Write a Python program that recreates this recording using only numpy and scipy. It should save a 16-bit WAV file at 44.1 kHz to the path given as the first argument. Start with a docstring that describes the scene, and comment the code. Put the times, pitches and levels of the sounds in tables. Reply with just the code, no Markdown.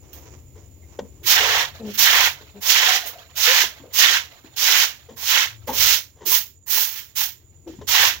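"""Cloth and soles shuffle and boots clump under a far rumble, an insect's trill and a bird.
Then a stiff stick broom scrubs the wet concrete of a pig pen in twelve strokes: rasp and sizzle are
stick-slip clicks, the splash is torn drops and ringing bubbles, and water runs back after each stroke.
Meanwhile boots ring as damped cavities, air pockets gurgle and the pig grunts in muffled harmonics.
A soft background hiss lies behind it all, its level set by a short table; the pen scatters a short tail."""
import sys
import numpy as np
from scipy import signal
from scipy.fft import rfft, irfft
from scipy.io import wavfile

SR = 44100
rng = np.random.default_rng(int(sys.argv[2]) if len(sys.argv) > 2 else 0)


def to_wav(s):
    """Save 16-bit WAV."""
    ch = np.atleast_2d(s).T  # columns
    pcm = np.round(np.clip(ch, -1, 1) * 32767)  # PCM
    wavfile.write(sys.argv[1], SR, pcm.astype(np.int16))


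N = 361619
TIME, FREQ = np.arange(N) / SR, np.fft.rfftfreq(N, 1 / SR)

# strokes of the broom: start_s, bite_s (time to full bite), length_s, growth_db (touch to bite),
# ease_db (easing after the bite, below 0 counts as 0), lift_db_per_s, then relative levels of the parts:
# rasp_db, spray_db, slosh_db (pushed water), sizzle_db (rib tips), run_back_db
BROOM_STROKES = [(1.254, 0.07, 0.37, 10, 11.5, 321, -17.5, -9.5, -27.5, -19, -48.5),
                 (1.973, 0.062, 0.29, 7.5, 7, 289, -17.5, -13, -27.5, -18, -54.5),
                 (2.605, 0.099, 0.36, 25, 6.0, 346, -19, -15.5, -32, -22, -46.5),
                 (3.351, 0.087, 0.27, 16, 1.8, 266, -21.0, -20.5, -33.5, -24.5, -51.5),
                 (3.923, 0.079, 0.24, 26.5, 9.5, 273, -16, -10.5, -39.5, -19, -53.5),
                 (4.559, 0.082, 0.27, 11, 0.0, 239, -22.0, -25.0, -35, -26.0, -54.5),
                 (5.159, 0.15, 0.27, 29, 4.5, 275, -22, -18, -38.0, -25, -62.5),
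                 (5.724, 0.101, 0.22, 20.5, 1, 287, -20, -31, -51.5, -21.5, -73),
                 (6.251, 0.1, 0.1, 12.5, -2.5, 257.5, -23.0, -34, -41.5, -17.5, -84),
                 (6.658, 0.056, 0.17, 29, -6, 155, -29, -40.0, -43, -22.5, -61.5),
                 (7.151, 0.052, 0.087, 5, -1.5, 252.5, -30, -39.5, -44.5, -25.5, -74),
                 (7.869, 0.058, 0.21, 8.5, 1.5, 265, -21.5, -20.5, -29, -24.5, -57)]


def amp(db):
    """Decibels to amplitude ratio: 20 dB per factor of ten."""
    return 10 ** (np.asarray(db) / 20)


def unit(x):
    """Normalizes the mean power, so the rms is 1."""
    return x / np.sqrt(np.mean(x ** 2) + 1e-20)


def read(points, hz):
    """Interpolates a table on a logarithmic frequency axis, as pitch is heard."""
    f, value = np.transpose(points)
    return np.interp(np.log(hz + 1), np.log(f + 1), value)


def colour(x, points):
    """Zero-phase filtering: the spectrum is multiplied by a table of hz, gain_db."""
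    return irfft(rfft(x) * amp(read(points, FREQ)), N)


def wander(per_s):
    """Low-pass noise of rms 1: a Gaussian roll-off slows the fluctuation to about this rate."""
    slow = rfft(rng.standard_normal(N)) * np.exp(-(FREQ / per_s) ** 2)
    return unit(irfft(slow, N))


def resonate(x, hz, pass_width_hz):
    """Cascaded resonance: two equal passes steepen the skirts."""
    b, a = signal.iirpeak(hz, hz / pass_width_hz, SR)
    return signal.lfilter(b, a, signal.lfilter(b, a, x))


def hollow(hz, pass_width_hz, size):
    """Cavity resonance driven by noise, its envelope evened by a square root."""
    noise = rng.standard_normal(2 * size)
    ring = signal.hilbert(resonate(noise, hz, pass_width_hz))[size:]  # skips the build-up
    return unit(ring.real / np.sqrt(abs(ring) + 1e-12))


def strike(t, rise_s, fade_s):
    """Damped impact envelope: a straight rise, then an exponential fade."""
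    return np.minimum(t / rise_s, 1) * np.exp(-np.maximum(t - rise_s, 0) / fade_s)


def clicks(per_s, spread_db):
    """Random impulse train of rms 1: exponentially spread decibels make a few clicks much larger."""
    size = amp(spread_db * np.minimum(rng.exponential(1, N), 4))
    sign = rng.choice([-1, 1], N)
    return unit(size * sign * (rng.random(N) < per_s / SR))


def bubbles(per_s, cycles, count=28):
    """Bubble resonance: many small bubbles, each a short damped ring that rises in pitch."""
    out = np.zeros(N)
    for hz in np.geomspace(430, 4200, count):
        turns = np.arange(int(3 * cycles * SR / hz)) * hz / SR
        rising = turns * (1 + 0.024 * turns / cycles)
        ring = np.sin(2 * np.pi * rising) * np.exp(-2 * turns / cycles)
        births = clicks(per_s / count * hz / 1500, 1.8)  # more small, high bubbles than large ones
        out += np.sqrt(hz) * unit(signal.oaconvolve(births, ring)[:N])
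    return unit(out)


def add(mix, s, sound):
    """Superposition: sums a sound into the mix from time s."""
    part = mix[max(round(s * SR), 0):][:len(sound)]
    part += sound[:len(part)]


def pan(x, left_minus_right_db):
    """Places a sound by its level difference between the microphones."""
    return x * amp([[left_minus_right_db / 2], [-left_minus_right_db / 2]])


def pair(a, b):
    """Frequency-dependent coherence: two unrelated sounds become a stereo pair, alike in the bass."""
    # left-right likeness: hz, coherence (0-1)
    likeness = [(60, 0.83), (300, 1), (700, 0.55), (1400, 0.54), (3000, 0.083), (15000, 0.1)]
    same = np.clip(read(likeness, FREQ), 0, 1)
    left = same * rfft(a) + np.sqrt(1 - same ** 2) * rfft(b)
    return np.array([irfft(left, N), a])


def in_pen(a, b, spectrum, band_hz, left_lag_ms=0.15):
    """Level and delay differences set coloured grains mostly to the right; their main band has rms 1."""
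    # level difference at the microphones: hz, left_minus_right_db
    broom_side = [(200, 0), (700, 3), (1300, -2), (2400, -8), (4400, -8.5), (6400, -14), (8200, -5.5),
                  (9800, -2.5), (11000, 3.5), (12200, -15), (15500, -15)]
    side_db = read(broom_side, FREQ)
    sides = amp([side_db / 2, -side_db / 2]) / np.sqrt(amp(side_db) + amp(-side_db))
    z = rfft(pair(a, b)) * amp(read(spectrum, FREQ)) * sides
    z[0] *= np.exp(-2j * np.pi * FREQ * left_lag_ms / 1000)
    inside = (FREQ > band_hz[0]) & (FREQ < band_hz[1])
    return irfft(z, N) / np.std(irfft(z.mean(0) * inside, N))


def bird(pass_width_hz=220):
    """Narrow-band noise: faint, blurred whistles from the trees."""
    # whistles of a far bird: start_s, length_s, pitch_hz, level_db (before panning)
    chirps = [(.815, .05, 2110, -65), (1.12, .08, 4850, -97.5)]
    out = np.zeros(N)
    for s, length_s, hz, db in chirps:
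        n = int(length_s * SR)
        add(out, s, amp(db) * signal.windows.tukey(n, .7) * hollow(hz, pass_width_hz, n))
    return pan(out, -11)


def outdoors(rumble_trim_db=1):
    """Filtered noise gives a far rumble and a soft hiss; amplitude modulation makes the insect trill."""
    # levels over time of the rumble and of the background hiss: time_s, level_db (before trim and panning)
    rumble_levels, hiss_levels = [(0, -48), (1.1, -48.5), (2.1, -49), (2.9, -56.5), (5.53, -56),
                                  (5.82, -41.5), (6.02, -57), (7.31, -57), (7.88, -48.5), (8.2, -50.5)], [(0, -59.5), (1.2, -59), (6, -58.5), (6.6, -75),
                                                        (7.55, -67), (8.2, -54.5)]
    # their spectra: hz, gain_db
    rumble_spectrum, hiss_spectrum = [(20, -25.5), (45, -18), (65, -5.5), (84, 1), (105, -9.5), (130, -7.5),
                                      (170, -23), (350, -20.5), (700, -35), (2000, -51.5)], [(200, 3), (700, -2), (1500, -20), (2100, -3.5),
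                                                      (4500, -10), (6300, -5.5), (7700, -27.5), (8500, -30),
                                                      (9800, -2.5), (11000, -25), (12700, -24), (14000, 0),
                                                      (16000, 1.5)]
    rumble_level_db = np.interp(TIME, *np.transpose(rumble_levels)) + rumble_trim_db
    rumble = unit(colour(pair(*rng.standard_normal((2, N))), rumble_spectrum)) * amp(rumble_level_db)
    hiss_level_db = np.interp(TIME, *np.transpose(hiss_levels))
    hiss = unit(colour(pair(*rng.standard_normal((2, N))), hiss_spectrum)) * amp(hiss_level_db)
    trill_per_s = 13 * (1 + 0.22 * wander(9.5))
    trill = 1 + .35 * np.sin(2 * np.pi * np.cumsum(trill_per_s) / SR)
    note = resonate(rng.standard_normal((2, N)), hz=7006, pass_width_hz=320)
    insect = amp(-64.5) * unit(trill * note)
    return pan(rumble, 6.3) + pan(hiss, -11.5) + pan(insect, -17.0) + bird()


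def shuffle(flutter_db=3.5):
    """Friction noise: cloth and soles rub faintly, mostly before the work starts."""
    # rubs of clothes and feet: start_s, length_s, level_db (before the flutter)
    rubs = [(0, 0.37, -52), (0.273, .2, -60), (0.528, 0.18, -57.5), (0.748, 0.5, -62), (1.117, 0.35, -63)]
    # spectrum of the rubbing: hz, gain_db
    cloth_spectrum = [(120, -18), (350, 3.5), (600, -5.5), (1000, -7), (1500, -14.5), (2100, -11),
                      (4500, -20.5), (6500, -8), (9000, -41)]
    level = np.zeros(N)
    for s, length_s, db in rubs:
        add(level, s, amp(db) * signal.windows.cosine(int(length_s * SR)))
    rubbing = in_pen(clicks(2000, 2.9), clicks(2000, 2.9), cloth_spectrum, (250, 3000))
    return level * amp(flutter_db * wander(21)) * rubbing


def pen(x, size=22000, count=1000):
    """Scattering: fence slats and roof return a short decaying tail, different at each microphone."""
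    # reverberation time: hz, t60_s
    pen_t60 = [(150, 0.3), (1000, 0.16), (5000, 0.09), (15000, 0.2)]
    taps, t = np.zeros((2, size)), np.arange(size) / SR
    places, signs = rng.integers(0, size, (2, count)), rng.choice([-1., 1.], (2, count))
    np.put_along_axis(taps, places, signs, 1)
    hz, when_s, z = signal.stft(taps * (t > .004), SR, nperseg=256)
    decay = amp(-60 * when_s / read(pen_t60, hz)[:, None])
    tail = signal.istft(z * decay, SR, nperseg=256)[1]
    return signal.fftconvolve(x, tail / np.linalg.norm(tail[0]), axes=1)[:, :N]


def pig(jitter=0.035, count=4):
    """Harmonic source and low-pass filter: short closed-mouth grunts, unsteady and muffled by the snout."""
    # grunts: start_s, length_s, first_pitch_hz, last_pitch_hz, level_db (before roughness and panning),
    # fall_db per harmonic, roughness (0-1)
    grunts = [(1.791, 0.059, 243, 201, -37, -2, 0.4), (1.821, 0.11, 215.3, 206.6, -31, 7.5, 0.26),
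              (2.534, 0.076, 210, 193, -43.5, 2.5, 0.44), (3.465, 0.074, 462, 560, -30, 27, 0),
              (5.473, 0.25, 112.3, 103.3, -47, 31, 0), (7.658, 0.058, 338, 331, -34.5, 15, 0.3)]
    out, shake = np.zeros(N), wander(120)
    for s, length_s, first_hz, last_hz, db, fall_db, rough in grunts:
        n = int(length_s * SR)
        hz = np.linspace(first_hz, last_hz, n) * (1 + jitter * rough * shake[int(s * SR):][:n])
        turns = np.cumsum(hz) / SR
        voice = np.zeros(n)
        for k in range(1, count + 1):
            muffling = 1 + (k * first_hz / 580) ** 6
            voice += amp(-fall_db * k) / muffling * np.sin(2 * np.pi * k * turns)
        grunt = unit(voice) + rough * hollow(410, 330, n)
        add(out, s, amp(db) * signal.windows.tukey(n, .6) * grunt)
    return out


def boots(width_share=0.46, clean_share=.6, size=16384):
    """Damped cavity resonance: the hollow rubber boot rings, with a wet smack and the sole's low thud."""
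    # boots on the wet floor: start_s, level_db (before panning), hollow_pitch_hz, fade_s,
    # smack_db and thud_db (re the level)
    steps = [(0.552, -49, 443, 0.028, -9, -12), (0.988, -23.5, 474, 0.0069, -9, -15.5),
             (1.048, -50, 464, .016, -15, -15), (1.215, -42.5, 349.4, 0.031, -21, -12),
             (2.41, -42.5, 420, .015, -16, -20), (3.633, -30, 418, 0.0063, 1, -23),
             (3.797, -41.5, 299, 0.024, -13, -13), (3.832, -42.5, 480, 0.041, -22, -15),
             (4.44, -43, 293, 0.02, -14, -28), (5.085, -43, 467, 0.029, -5, -4.5),
             (5.672, -29, 503, 0.043, -3.5, -6), (6.15, -59, 460, 0.12, -1, -12.5),
             (6.203, -43, 416, 0.061, -5.5, -8), (6.255, -39, 341, 0.028, -9, -19.5),
             (7.669, -42, 560, 0.015, -10, -6), (7.732, -46, 348, .016, -9, -10),
             (7.786, -34, 186, 0.013, -20, -11), (7.811, -33.5, 416, .012, -9.5, -26)]
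    # spectrum of the wet smack: hz, gain_db
    smack_spectrum = [(150, -19.5), (500, -7.5), (1000, 5), (1350, -10.5), (2000, -4.5), (2500, -18),
                      (3200, -6), (4500, -17.5), (6500, -10.5), (8500, -39), (15000, -34)]
    out, t = np.zeros(N), np.arange(size) / SR
    smack = unit(colour(clicks(5000, 2.2), smack_spectrum))
    for k, (s, db, hz, fade_s, smack_db, thud_db) in enumerate(steps):
        clean = clean_share * np.exp(-t / 0.056)  # the note blurs as the sole settles
        note = np.sqrt(2 * clean) * np.sin(2 * np.pi * hz * t)
        blur = np.sqrt(1 - clean) * hollow(hz, width_share * hz, size)
        wet = amp(smack_db) * np.roll(smack, k * size)[:size]
        rise_s = .003 + .2 * fade_s  # a softer step also lands more slowly
        add(out, s, amp(db) * strike(t, rise_s, fade_s) * (note + blur + wet))
        # the sole settles after the heel and rings below the hollow of the boot
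        thud = strike(t, 0.036, 0.025) * hollow(.47 * hz, 100, size)
        add(out, s, amp(db + thud_db) * thud)
    return out


def gurgles(pass_width_hz=130, rise_s=0.01, size=16384):
    """Volume resonance of trapped air: pockets ring in the stirred water and die away."""
    # air pockets: start_s, level_db (before panning), pitch_hz, fade_s
    pockets = [(1.36, -26.5, 760, 0.054), (1.4, -29, 458, 0.061), (1.485, -30.5, 520, .04),
               (2.875, -26.5, 740, 0.043), (2.945, -25.5, 767, 0.02), (3.03, -35.5, 677, 0.018),
               (3.15, -42, 670, 0.045), (3.55, -46, 1025, 0.032), (5.686, -19.5, 896, 0.016)]
    out, t = np.zeros(N), np.arange(size) / SR
    for s, db, hz, fade_s in pockets:
        envelope = np.minimum(t / rise_s, 1) * np.exp(-t / fade_s)
        add(out, s, amp(db) * envelope * hollow(hz, pass_width_hz, size))
    return out


def trickle(bubble_db=-2, flutter_db=3.5, drain_db_per_s=27):
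    """Drop impacts and bubble resonance: drops patter back, and the closing film of water bubbles."""
    # spectrum of the water running back: hz, gain_db
    trickle_spectrum = [(200, -10), (600, -1), (1000, -3.5), (2000, -3), (3300, -3), (5000, -4), (7000, -4),
                        (8500, -25.5), (12000, -11.5), (15000, -6)]
    level, t = np.zeros(N), np.arange(2 * SR) / SR
    for s, _, length_s, *_, db in BROOM_STROKES:
        swell = np.minimum(t / length_s, 1) ** 2
        add(level, s, swell * amp(db - drain_db_per_s * np.maximum(t - length_s, 0)))
    drips = [amp(bubble_db) * bubbles(600, 24) + clicks(5400, 2.8) for _ in range(2)]
    water = in_pen(*drips, trickle_spectrum, (500, 7000))
    return level * amp(flutter_db * wander(25)) * water


def stroke(t, bite_s, length_s, growth_db, ease_db, lift_db_per_s, rasp_db, spray_db, slosh_db, sizzle_db):
    """Contact force sets the gains of rasp, spray, slosh and sizzle: ribs touch, bite, splay and lift."""
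    touch_s, ease_s = 0.02, 0.04  # the ribs meet the floor; they splay after the bite
    fine_ease = 1.48  # tips and spray ease this many times as much as the rasp
    loose = np.maximum(1 - t / bite_s, 0)
    # the spray trails the bite by a share of the stroke and starts further down than the rasp
    unstirred = np.maximum(1 - t / (bite_s + 0.13 * length_s), 0)
    spray_growth_db = growth_db + 31
    tips_growth_db = 0.66 * growth_db  # the tips touch first
    eased_db = max(ease_db, 0) * (1 - np.exp(-np.maximum(t - bite_s, 0) / ease_s))
    # the pushed water crests late in the stroke; the slope is in dB per stroke length
    off_crest = abs(np.minimum(t / length_s, 1) - .756)
    levels_db = np.array([rasp_db - growth_db * loose - eased_db,
                          spray_db - spray_growth_db * unstirred - fine_ease * eased_db,
                          slosh_db - 22.5 * off_crest,
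                          sizzle_db - tips_growth_db * loose - fine_ease * eased_db])
    lifted_db = lift_db_per_s * np.maximum(t - length_s, 0)
    return np.minimum(t / touch_s, 1) * amp(levels_db - lifted_db)


def broom(rasp_db=0.3, spray_db=0.0, slosh_db=-0.5, sizzle_db=0.75,
          chatter_db=1, spatter_db=0.96, surge_db=2.5, bubble_db=0):
    """Stick-slip friction: ribs catch and slip on grit, tips flick, water tears into drops and bubbles."""
    # the broom is picked up, shifted or lightly dragged: start_s, sizzle_db (relative level),
    # rise_s, fade_s, rasp_db (re the sizzle)
    rustles = [(0.128, -46, .004, 0.053, -12), (1.228, -39, 0.023, 0.027, -6), (1.82, -51, 0.098, .03, 3),
               (1.931, -35.5, 0.025, .022, -6.5), (2.99, -47.5, .055, 0.051, 1),
               (3.055, -32.5, 0.027, 0.02, -12), (5.669, -37, 0.012, 0.08, -8),
               (6.922, -40, 0.064, 0.039, -4.5), (7.672, -62.5, .006, 0.1, 4)]
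    # spectra of the ribs and their tips: hz, gain_db
    rasp_spectrum, sizzle_spectrum = [(150, -40), (400, -20.5), (900, -13.5), (1800, -5.5), (3200, 1.5),
                                      (4600, -0.5), (5700, 2.5), (6700, -0.5), (7500, -8), (8500, -20.5),
                                      (10000, -16.5), (12000, -20.5), (16000, -19)], [(2000, -38.5), (6500, -9), (8500, -22), (9700, -16),
                                                    (11800, -13.5), (13000, -6), (14300, -1), (15700, 0),
                                                    (16200, -2.5)]
    # spectra of the torn and the pushed water: hz, gain_db
    spray_spectrum, slosh_spectrum = [(300, -35), (800, -15.5), (1250, -8), (1500, -1.5), (1800, 2),
                                      (2400, -1), (3200, 2), (4300, -6), (7000, -24), (16000, -41.5)], [(150, -42), (300, -19.5), (470, -7), (620, -7.5),
                                                     (800, -0.5), (1020, 3), (1300, -7.5), (2000, 3),
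                                                     (4000, -30), (16000, -57)]
    press, thrown, pushed, tips = np.zeros((4, N))
    t = np.arange(SR) / SR
    for s, *gesture, _ in BROOM_STROKES:
        for control, gain in zip((press, thrown, pushed, tips), stroke(t, *gesture)):
            add(control, s, gain)
    for s, db, rise_s, fade_s, ribs_db in rustles:
        flick = amp(db) * strike(t, rise_s, fade_s)
        add(tips, s, flick)
        add(thrown, s, amp(ribs_db - 1.5) * flick)  # the wet ribs shed drops when shifted
        add(press, s, amp(ribs_db) * flick)
    # every slip of a rib is a click, every torn drop a click or a ringing bubble
    grit = [clicks(12000, 2.0) for _ in range(2)]
    flicks = [clicks(9000, 2.06) for _ in range(2)]
    splash = [clicks(5000, 2.6) + amp(bubble_db) * bubbles(1800, 18.7) for _ in range(2)]
    rasp = in_pen(*grit, rasp_spectrum, (3800, 7000))
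    sizzle = in_pen(*flicks, sizzle_spectrum, (12000, 16000))
    spray = in_pen(*splash, spray_spectrum, (1300, 3000))
    slosh = in_pen(*np.roll(splash, SR, axis=1), slosh_spectrum, (550, 1100))
    ribs = amp(rasp_db) * press * rasp + amp(sizzle_db) * tips * sizzle
    drops = amp(spray_db + spatter_db * wander(65)) * thrown * spray
    wave = amp(slosh_db + surge_db * wander(45)) * pushed * slosh
    return amp(chatter_db * wander(70)) * ribs + drops + wave  # the bundle chatters as a whole


def scene(broom_room_db=-15, low_room_db=-11):
    """Superposition of direct sound, the pen's scattered tail and the background behind."""
    sweep = broom() + trickle()
    low = pan(boots() + gurgles() + pig(), 3.0)
    room = pen(amp(broom_room_db) * sweep + amp(low_room_db) * low)
    return sweep + low + room + shuffle() + outdoors()


def record(dry, edge_hz=15900):
    """Amplitude limiting clips any peak beyond full scale; a linear-phase low-pass then limits the band."""
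    low_pass = signal.firwin(511, edge_hz, window=("kaiser", 9), fs=SR)
    return signal.oaconvolve(np.clip(dry, -1, 1), low_pass[None], "same")


dry = scene()
out = record(dry)
to_wav(out)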